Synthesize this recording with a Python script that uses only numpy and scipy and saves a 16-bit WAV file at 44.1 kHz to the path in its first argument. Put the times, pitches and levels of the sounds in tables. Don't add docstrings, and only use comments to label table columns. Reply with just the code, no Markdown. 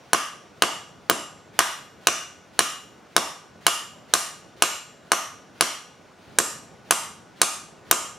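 import sys
import numpy as np
from scipy import signal
from scipy.fft import rfft, irfft
from scipy.io import wavfile
from scipy.ndimage import uniform_filter1d

SR = 44100
rng = np.random.default_rng(int(sys.argv[2]) if len(sys.argv) > 2 else 0)


def makeup_ratio(level_db):
    decades = np.asarray(level_db, float) / 20
    return 10 ** decades


def generate_wav(sig):
    pcm = np.round(np.clip(np.atleast_2d(sig).T, -1, 1) * 32767).astype(np.int16)
    wavfile.write(sys.argv[1], SR, pcm)


N = 360738

# start_s, thud_db, knock_db, crack_db, edge_db
BLOWS = [(0.1323, 3.5, -2.5, -3.5, -14.5), (0.6219, 1.5, -0.5, -4.5, -17), (1.0978, -0.5, -5, -4.5, -19),
         (1.5907, 2.5, 1.5, -1, -10), (2.0708, 0.5, 0, -1, -13.5), (2.5913, -1, 1, -2.5, -10.5),
         (3.1647, 1.5, -3, -2.5, -15.5), (3.6663, 2, 0.5, 0, -8.5), (4.1375, -0.5, -1, 1.5, -7.5),
         (4.6224, 0, 0, 0, -10.5), (5.1184, 2.5, -3, -3.5, -12), (5.6091, -1, -0.5, -2, -12),
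         (6.3865, -2.5, -5, 1.5, -12), (6.9087, 0.5, -2, 1, -8.5), (7.416, -0.5, -2, 3, -10.5),
         (7.9121, 1, -4.5, 4, -13.5)]
# across_face (-1..1), along_block (-1..1), face_pitch_hz, bar_pitch_hz
LANDINGS = [(0.11, 0.96, 9860, 3000), (-.52, -0.079, 9760, 3035), (-.72, -0.26, 15000, 2955),
            (-0.39, 0.066, 11000, 1900), (0.26, .35, 6030, 2600), (.52, .06, 9700, 1700),
            (-.83, 0.41, 5420, 3540), (.44, -0.23, 9960, 3080), (0.72, 0.64, 9560, 4100),
            (0.46, -.59, 11000, 2600), (-0.34, 0.95, 5960, 3030), (0.42, 0.97, 11000, 4504),
            (.99, 0.73, 7580, 1600), (-.31, 0.3, 9750, 8100), (-0.73, -0.27, 9860, 4300),
            (0.38, -0.29, 14000, 2610)]


def evened(x):
    return x / np.sqrt(np.mean(x ** 2) + 1e-20)


def read(points, hz):
    f, value = np.transpose(points)
    return np.interp(np.log(hz + 1), np.log(f + 1), value)


def coloured(x, points):
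    gain = makeup_ratio(read(points, np.fft.rfftfreq(x.shape[-1], 1 / SR)))
    return irfft(rfft(x) * gain, x.shape[-1])


def add(mix, start_s, sound):
    part = mix[..., round(start_s * SR):][..., :sound.shape[-1]]
    part += sound[..., :part.shape[-1]]


def ring(modes, t, spread_db=0, detune=0, phase=0):
    hz, db, t60_s = np.transpose(modes)[..., None]
    chance = rng.standard_normal((3, len(hz), 1))
    turns = hz * (1 + detune * chance[1]) * t + phase * chance[2]
    level = makeup_ratio(db + spread_db * chance[0] - 60 * t / t60_s)
    return (level * np.sin(2 * np.pi * turns)).sum(0)


def forge():
    # hz, db_per_hz
    roar = [(15, -71), (25, -62), (69, -12.5), (221, -8.5), (267, -11.5), (322, -10.5), (666, -9),
            (1050, -12), (1380, -13), (1750, -15.5), (5880, -25.5), (6550, -25.5), (15500, -45.5)]
    # hz, likeness (0..1)
    likeness = [(60, 0.91), (150, 0.79), (380, 0.79), (950, 0.6), (2380, 1), (5980, 0.73), (15000, 0.47)]
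    # pitch_hz, level_db, width_hz
    blower = [(165, -66, 14), (1474, -66.5, 8)]
    # time_s, level_db
    flame = [
        (0.0, -56),
        (1.57, -52.5),
        (2.21, -56),
        (4.65, -52.5),
        (4.76, -56.5),
        (6.04, -55.5),
        (6.35, -51),
        (7.36, -54),
        (8.18, -50),
    ]
    roar_db, flame_mean_db = -50.5, -63

    hop = 256
    frames, hz = N // hop + 5, np.fft.rfftfreq(1024, 1 / SR)
    a, b, c, d, patches = rng.standard_normal((frames, 513, 5)).T
    patches = evened(uniform_filter1d(uniform_filter1d(patches, 10, 0), 8, 1))

    flame_db = np.interp(np.arange(frames) * hop / SR, *np.transpose(flame)) - flame_mean_db
    flicker_db = 1.4 * evened(uniform_filter1d(rng.standard_normal(frames), 5))
    lumps_db = (flame_db + flicker_db) / (1 + (hz[:, None] / 600) ** 2)

    same = np.clip(read(likeness, hz), -1, 1)[:, None]
    left = a + 1j * b
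    right = same * left + np.sqrt(1 - same ** 2) * (c + 1j * d)
    z = np.array([left, right]) * makeup_ratio(read(roar, hz)[:, None] + patches + lumps_db)
    out = makeup_ratio(roar_db) * evened(signal.istft(z, nperseg=1024, noverlap=768)[1][:, :N])

    for line_hz, db, width_hz in blower:
        pole = np.exp(2j * np.pi * line_hz / SR - np.pi * width_hz / SR)
        line = signal.lfilter([1], [1, -pole], rng.standard_normal(N)).real
        out += makeup_ratio(db) * evened(line)
    return out


def anvil():
    # pitch_hz, level_db, t60_s
    leftover = [(5749, -63, .85)]
    # pitch_hz, level_db, t60_s
    rings = [(2864, -32, .65), (5749, -32, .85), (5808, -25, .38), (7054, -33, .55), (7496, -34, .58),
             (10075, -45, .45), (11445, -50, .4), (11880, -53, .7)]
    # base_db, db_per_knock_db, db_across_face, db_along_block
    waking = [(-2.4, 2, 2, 0), (-10, 0.1, 0.5, 2.2), (-3.5, 1.9, 4, 5), (-4, .6, 8.5, -4),
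              (-2.5, -0.4, 2, -11.5), (1.5, -1, -2, -1.5), (-2, -2, 6.5, 0), (-2.5, 5.1, 2, -3)]
    # pitch_hz, level_db, t60_s
    tongs = [(2785, -46, .4), (2948, -44, .35), (2995, -46, .35), (6210, -45, .45), (8190, -50, .5),
             (9620, -50, .35), (4250, -46, .3), (11040, -54, .35), (11630, -56, .4), (12410, -60, .5),
             (13730, -64, .4)]
    # pitch_hz, level_db, t60_s
    low_rings = [(1098, -40, .5), (1147, -34, .5), (1189, -35, .55), (1229, -30, .55), (1507, -42, .35)]

    out, t = np.zeros(N), np.arange(40000) / SR
    add(out, 0, ring(leftover, t))
    for (start_s, thud_db, knock_db, *_), (across, along, *_) in zip(BLOWS, LANDINGS):
        wake_db = np.array(waking) @ [1, knock_db, across, along]
        woken = [(hz, db + more_db, t60_s) for (hz, db, t60_s), more_db in zip(rings, wake_db)]
        long = ring(woken, t, phase=1)
        long += ring(tongs, t, spread_db=3, detune=.001, phase=1)
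        long += makeup_ratio(thud_db) * ring(low_rings, t, spread_db=1.5, detune=.001, phase=.05)
        add(out, start_s, long * (1 - np.exp(-t / 0.0025)))
    waver = makeup_ratio(0.87 * evened(uniform_filter1d(rng.standard_normal(N), 600)))
    return waver * (out + .3 * np.roll(out, 60) * np.array([[1], [-1]]))


def swing():
    # hz, db_per_hz
    swish = [(500, -7.5), (1500, -3.5), (3500, -6), (7000, -16.5), (11000, -23), (15000, -28)]
    swish_db, rise_s, beat_s = -52, .06, .58

    t, level = np.arange(N) / SR, np.zeros(N)
    pauses_s = np.diff(np.transpose(BLOWS)[0], prepend=-beat_s)
    for (start_s, _, knock_db, crack_db, _), pause_s in zip(BLOWS, pauses_s):
        speed_db = 0.99 * (knock_db + crack_db)
        blow_rise_s = rise_s / makeup_ratio(0.27 * speed_db) + .7 * max(pause_s - beat_s, 0)
        approach = np.clip(1 + (t - start_s) / blow_rise_s, 0, 1) ** 0.28
        level += makeup_ratio(swish_db + speed_db) * approach * (t < start_s)
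    air = rng.standard_normal((3, N))
    rustle = makeup_ratio(0.84 * evened(uniform_filter1d(rng.standard_normal(N), 300)))
    return level * rustle * evened(coloured(air[0] + 0.58 * air[1:], swish))


def boom_of(thud_db, edge_db):
    return -0.73 * thud_db - 0.69 * edge_db


def hammer():
    # pitch_hz, level_db, t60_s
    boom = [(335, -34, 0.0091), (480, -18.5, 0.015)]
    thud = [(675, -18, 0.054), (1116, -11.5, 0.023), (1237, -12.5, 0.0051), (1393, 6.5, 0.0026)]
    knock = [(2220, -10.5, 0.012), (2895, 1, 0.0066), (3756, -3.5, 0.0054), (4120, -0.5, 0.0063)]
    crack = [(5930, -8.5, 0.017), (6446, -5, 0.011), (7490, -8.5, 0.015), (8930, -7.5, 0.013),
             (9720, -0.5, .011), (10700, -1, 0.0043)]
    edge = [(11900, -10, .005), (13800, -12, .004), (14900, -18, .003)]
    # hz, level_db
    oxide = [(1200, -30.5), (2500, -3.5), (6000, 1), (10500, 2), (13000, -6), (15000, -21.5), (15700, -42)]
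    face_db, face_t60_s = -0.5, .015
    bar_db, bar_t60_s = -3.1, 0.0082
    oxide_db, oxide_t60_s = -3.5, 0.027

    out, t = np.zeros(N), np.arange(4000) / SR
    for (start_s, thud_db, knock_db, crack_db, edge_db), (*_, face_hz, bar_hz) in zip(BLOWS, LANDINGS):
        blow = makeup_ratio(thud_db) * ring(thud, t, spread_db=0.27, detune=0.0046, phase=0.041)
        blow += makeup_ratio(boom_of(thud_db, edge_db)) * ring(boom, t)
        bar_level_db = bar_db + knock_db + 0.51 * crack_db
        blow += makeup_ratio(bar_level_db) * ring([(bar_hz, 0, bar_t60_s)], t, phase=0.15)

        bright = makeup_ratio(knock_db) * ring(knock, t, spread_db=1.5, detune=.02, phase=.2)
        crack_modes = crack + [(face_hz, face_db, face_t60_s)]
        bright += makeup_ratio(crack_db) * ring(crack_modes, t, spread_db=1.5, detune=.012, phase=.4)
        bright += makeup_ratio(edge_db) * ring(edge, t, spread_db=1.5, detune=0.015, phase=1.0)
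        shatter = coloured(rng.standard_normal(len(t)), oxide)
        bright += makeup_ratio(crack_db + oxide_db - 60 * t / oxide_t60_s) * shatter

        add(out, start_s, blow * (1 - np.exp(-t / .0002)))
        add(out, start_s, bright * (1 - np.exp(-t / .0004)))
    return signal.sosfilt(signal.butter(4, 230, "high", fs=SR, output="sos"), out)


def reflections():
    # delay_s, level_db, left_right_db, signed_gain
    echoes = [(.0013, -0.5, 4, 1.36), (.0024, -13, 2.5, 4), (.0040, -16, -4.5, 2.8), (.0072, -8, -7, 0.97),
              (.0098, -14, 6.5, 1.7), (0.0123, -12.5, 4.5, -1.5), (0.0149, -17, -9.5, -7),
              (0.0129, -18.5, -1, 2.4), (0.0177, -11, -1.5, -1)]
    # hz, level_db
    echo_colour = [(200, -12), (1200, -3), (3000, -10), (8000, -18), (15000, -34.5)]
    # hz, level_db
    flutter_colour = [(600, -31), (1000, -14), (1190, -11.5), (1350, -11), (2300, -33.5), (8000, -35)]
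    # delay_s, level_db, channel
    body = [
        (.00007, -15, 0),
        (.00005, -11, 1),
        (.00025, -16.5, 0),
        (0.00054, -29.5, 1),
    ]
    flutter_s, period_s, flutter_db, loss_db = .0385, .0232, -8.5, 3.3

    early, flutter = np.zeros((2, 2, SR))
    for delay_s, db, pan_db, gain in echoes:
        early[:, round(delay_s * SR)] = gain * makeup_ratio(db + np.array([.5, -.5]) * pan_db)
    for k in range(14):
        bounce_s = flutter_s + k * period_s + rng.uniform(-.002, .002) + rng.uniform(0, .0001, 2)
        flutter[[0, 1], np.round(bounce_s * SR).astype(int)] = makeup_ratio(flutter_db - k * loss_db)
    response = coloured(early, echo_colour) + coloured(flutter, flutter_colour)
    response[:, 0] += 1
    for delay_s, db, channel in body:
        response[int(channel), round(delay_s * SR) + np.arange(2)] += makeup_ratio(db) * np.array([1, -1])
    return response


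def tail():
    # hz, t60_s
    shop_t60 = [(150, 0.23), (500, 0.34), (1300, 0.48), (3500, 0.48), (8000, 0.43), (14000, 0.35)]
    likeness, build_s, spacing = 0.76, 0.0009, 12

    taps = np.zeros((2, SR))
    slots = np.arange(150, SR - spacing, spacing)
    at = slots + rng.integers(0, spacing, (2, len(slots)))
    np.put_along_axis(taps, at, rng.choice([-1., 1.], at.shape), 1)
    apart = np.arccos(likeness) / 2
    taps = np.cos(apart) * taps[0] + np.sin(apart) * taps[1] * np.array([[1], [-1]])

    hz, t, z = signal.stft(taps, SR, nperseg=256)
    decay = makeup_ratio(-60 * t / read(shop_t60, hz)[:, None])
    taps = signal.istft(z * decay, SR, nperseg=256)[1][:, :SR]
    taps *= 1 - np.exp(-np.arange(SR) / SR / build_s)
    return taps / np.linalg.norm(taps[0])


def shop():
    # hz, level_db
    spread = [(60, -15), (180, -6), (400, 0.5), (800, 6), (1250, 8.5), (2000, 2.5), (2900, 5), (4500, 0.5),
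              (6500, 4), (9500, 2.5), (11500, 4.5), (14900, -5), (15400, -28)]
    part_hz = [320, 1000, 3300, 8000, 13000]
    # pitch_hz, width_hz, level_db
    block = [(1190, 70, 3), (2880, 90, 4), (5800, 100, 2.5)]
    shop_db, ripple_db = 12.5, 2
    lead = 100

    clicks, hz = np.zeros((2, N)), np.fft.rfftfreq(1024, 1 / SR)
    shifts = rng.uniform(-0.8, 1, len(BLOWS))
    for (start_s, *parts_db), (*_, face_hz, bar_hz), shift in zip(BLOWS, LANDINGS, shifts):
        peaks = block + [(face_hz, 400, 5), (bar_hz, 300, 4)]
        peaks_db = sum(db * np.exp(-((hz - middle) / width) ** 2) for middle, width, db in peaks)
        peaks_db += ripple_db * evened(uniform_filter1d(rng.standard_normal(len(hz)), size=5))
        boom_db = boom_of(parts_db[0], parts_db[-1])
        blow_db = read(list(zip(part_hz, [boom_db, *parts_db])), hz)
        colour = makeup_ratio(shop_db + read(spread, hz) + blow_db + peaks_db)

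        log_gain = np.log(np.r_[colour, colour[-2:0:-1]])
        causal = colour * np.exp(-1j * signal.hilbert(log_gain).imag[:len(hz)])
        trade = shift * hz / 1500
        click = irfft(causal * np.array([np.cos(trade), np.sin(trade)]))
        add(clicks, start_s - lead / SR, np.roll(click, lead, axis=1))
    return sum(signal.fftconvolve(track[None], tail(), axes=1)[:, :N] for track in clicks)


def stand():
    # pitch_hz, level_db, t60_s
    shake = [(326.7, -27, .025), (120, -51.5, .06)]
    out, t = np.zeros(N), np.arange(4000) / SR
    for start_s, thud_db, *_ in BLOWS:
        add(out, start_s + .002, makeup_ratio(thud_db) * ring(shake, t, spread_db=3))
    return out * np.array([[1], [-.8]])


def scene():
    struck = signal.fftconvolve(hammer()[None], reflections(), axes=1)[:, :N]
    return struck + anvil() + shop() + stand() + swing() + forge()


def top_cut(x):
    return signal.sosfilt(signal.butter(12, 16590, fs=SR, output="sos"), x)


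def record(dry):
    clip, notch_hz, notch_width_hz, top_hz = .9, 7860, 150, 16500
    threshold_db, attack_s, regain_db_per_s = -25, 0.0015, 176.0

    power_db = 10 * np.log10(signal.lfilter([.02], [1, -.98], (dry ** 2).mean(0)) + 1e-12)
    fall_db = np.arange(N) * regain_db_per_s / SR
    peak_db = np.maximum.accumulate(power_db + fall_db) - fall_db
    over_db = np.maximum(peak_db - threshold_db, 0)
    lag = np.exp(-1 / (attack_s * SR))
    held = dry / makeup_ratio(0.28 * signal.lfilter([1 - lag], [1, -lag], over_db))

    clipped = np.clip(held, -clip, clip)
    notched = signal.lfilter(*signal.iirnotch(notch_hz, notch_hz / notch_width_hz, SR), clipped)
    low_cut = signal.sosfilt(signal.butter(2, 70, "high", fs=SR, output="sos"), notched)
    band_limit = signal.firwin(255, top_hz, window=("kaiser", 8), fs=SR)
    limited = signal.oaconvolve(low_cut, band_limit[None], "same")
    return top_cut(limited)


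dry = scene()
out = record(dry)
generate_wav(out)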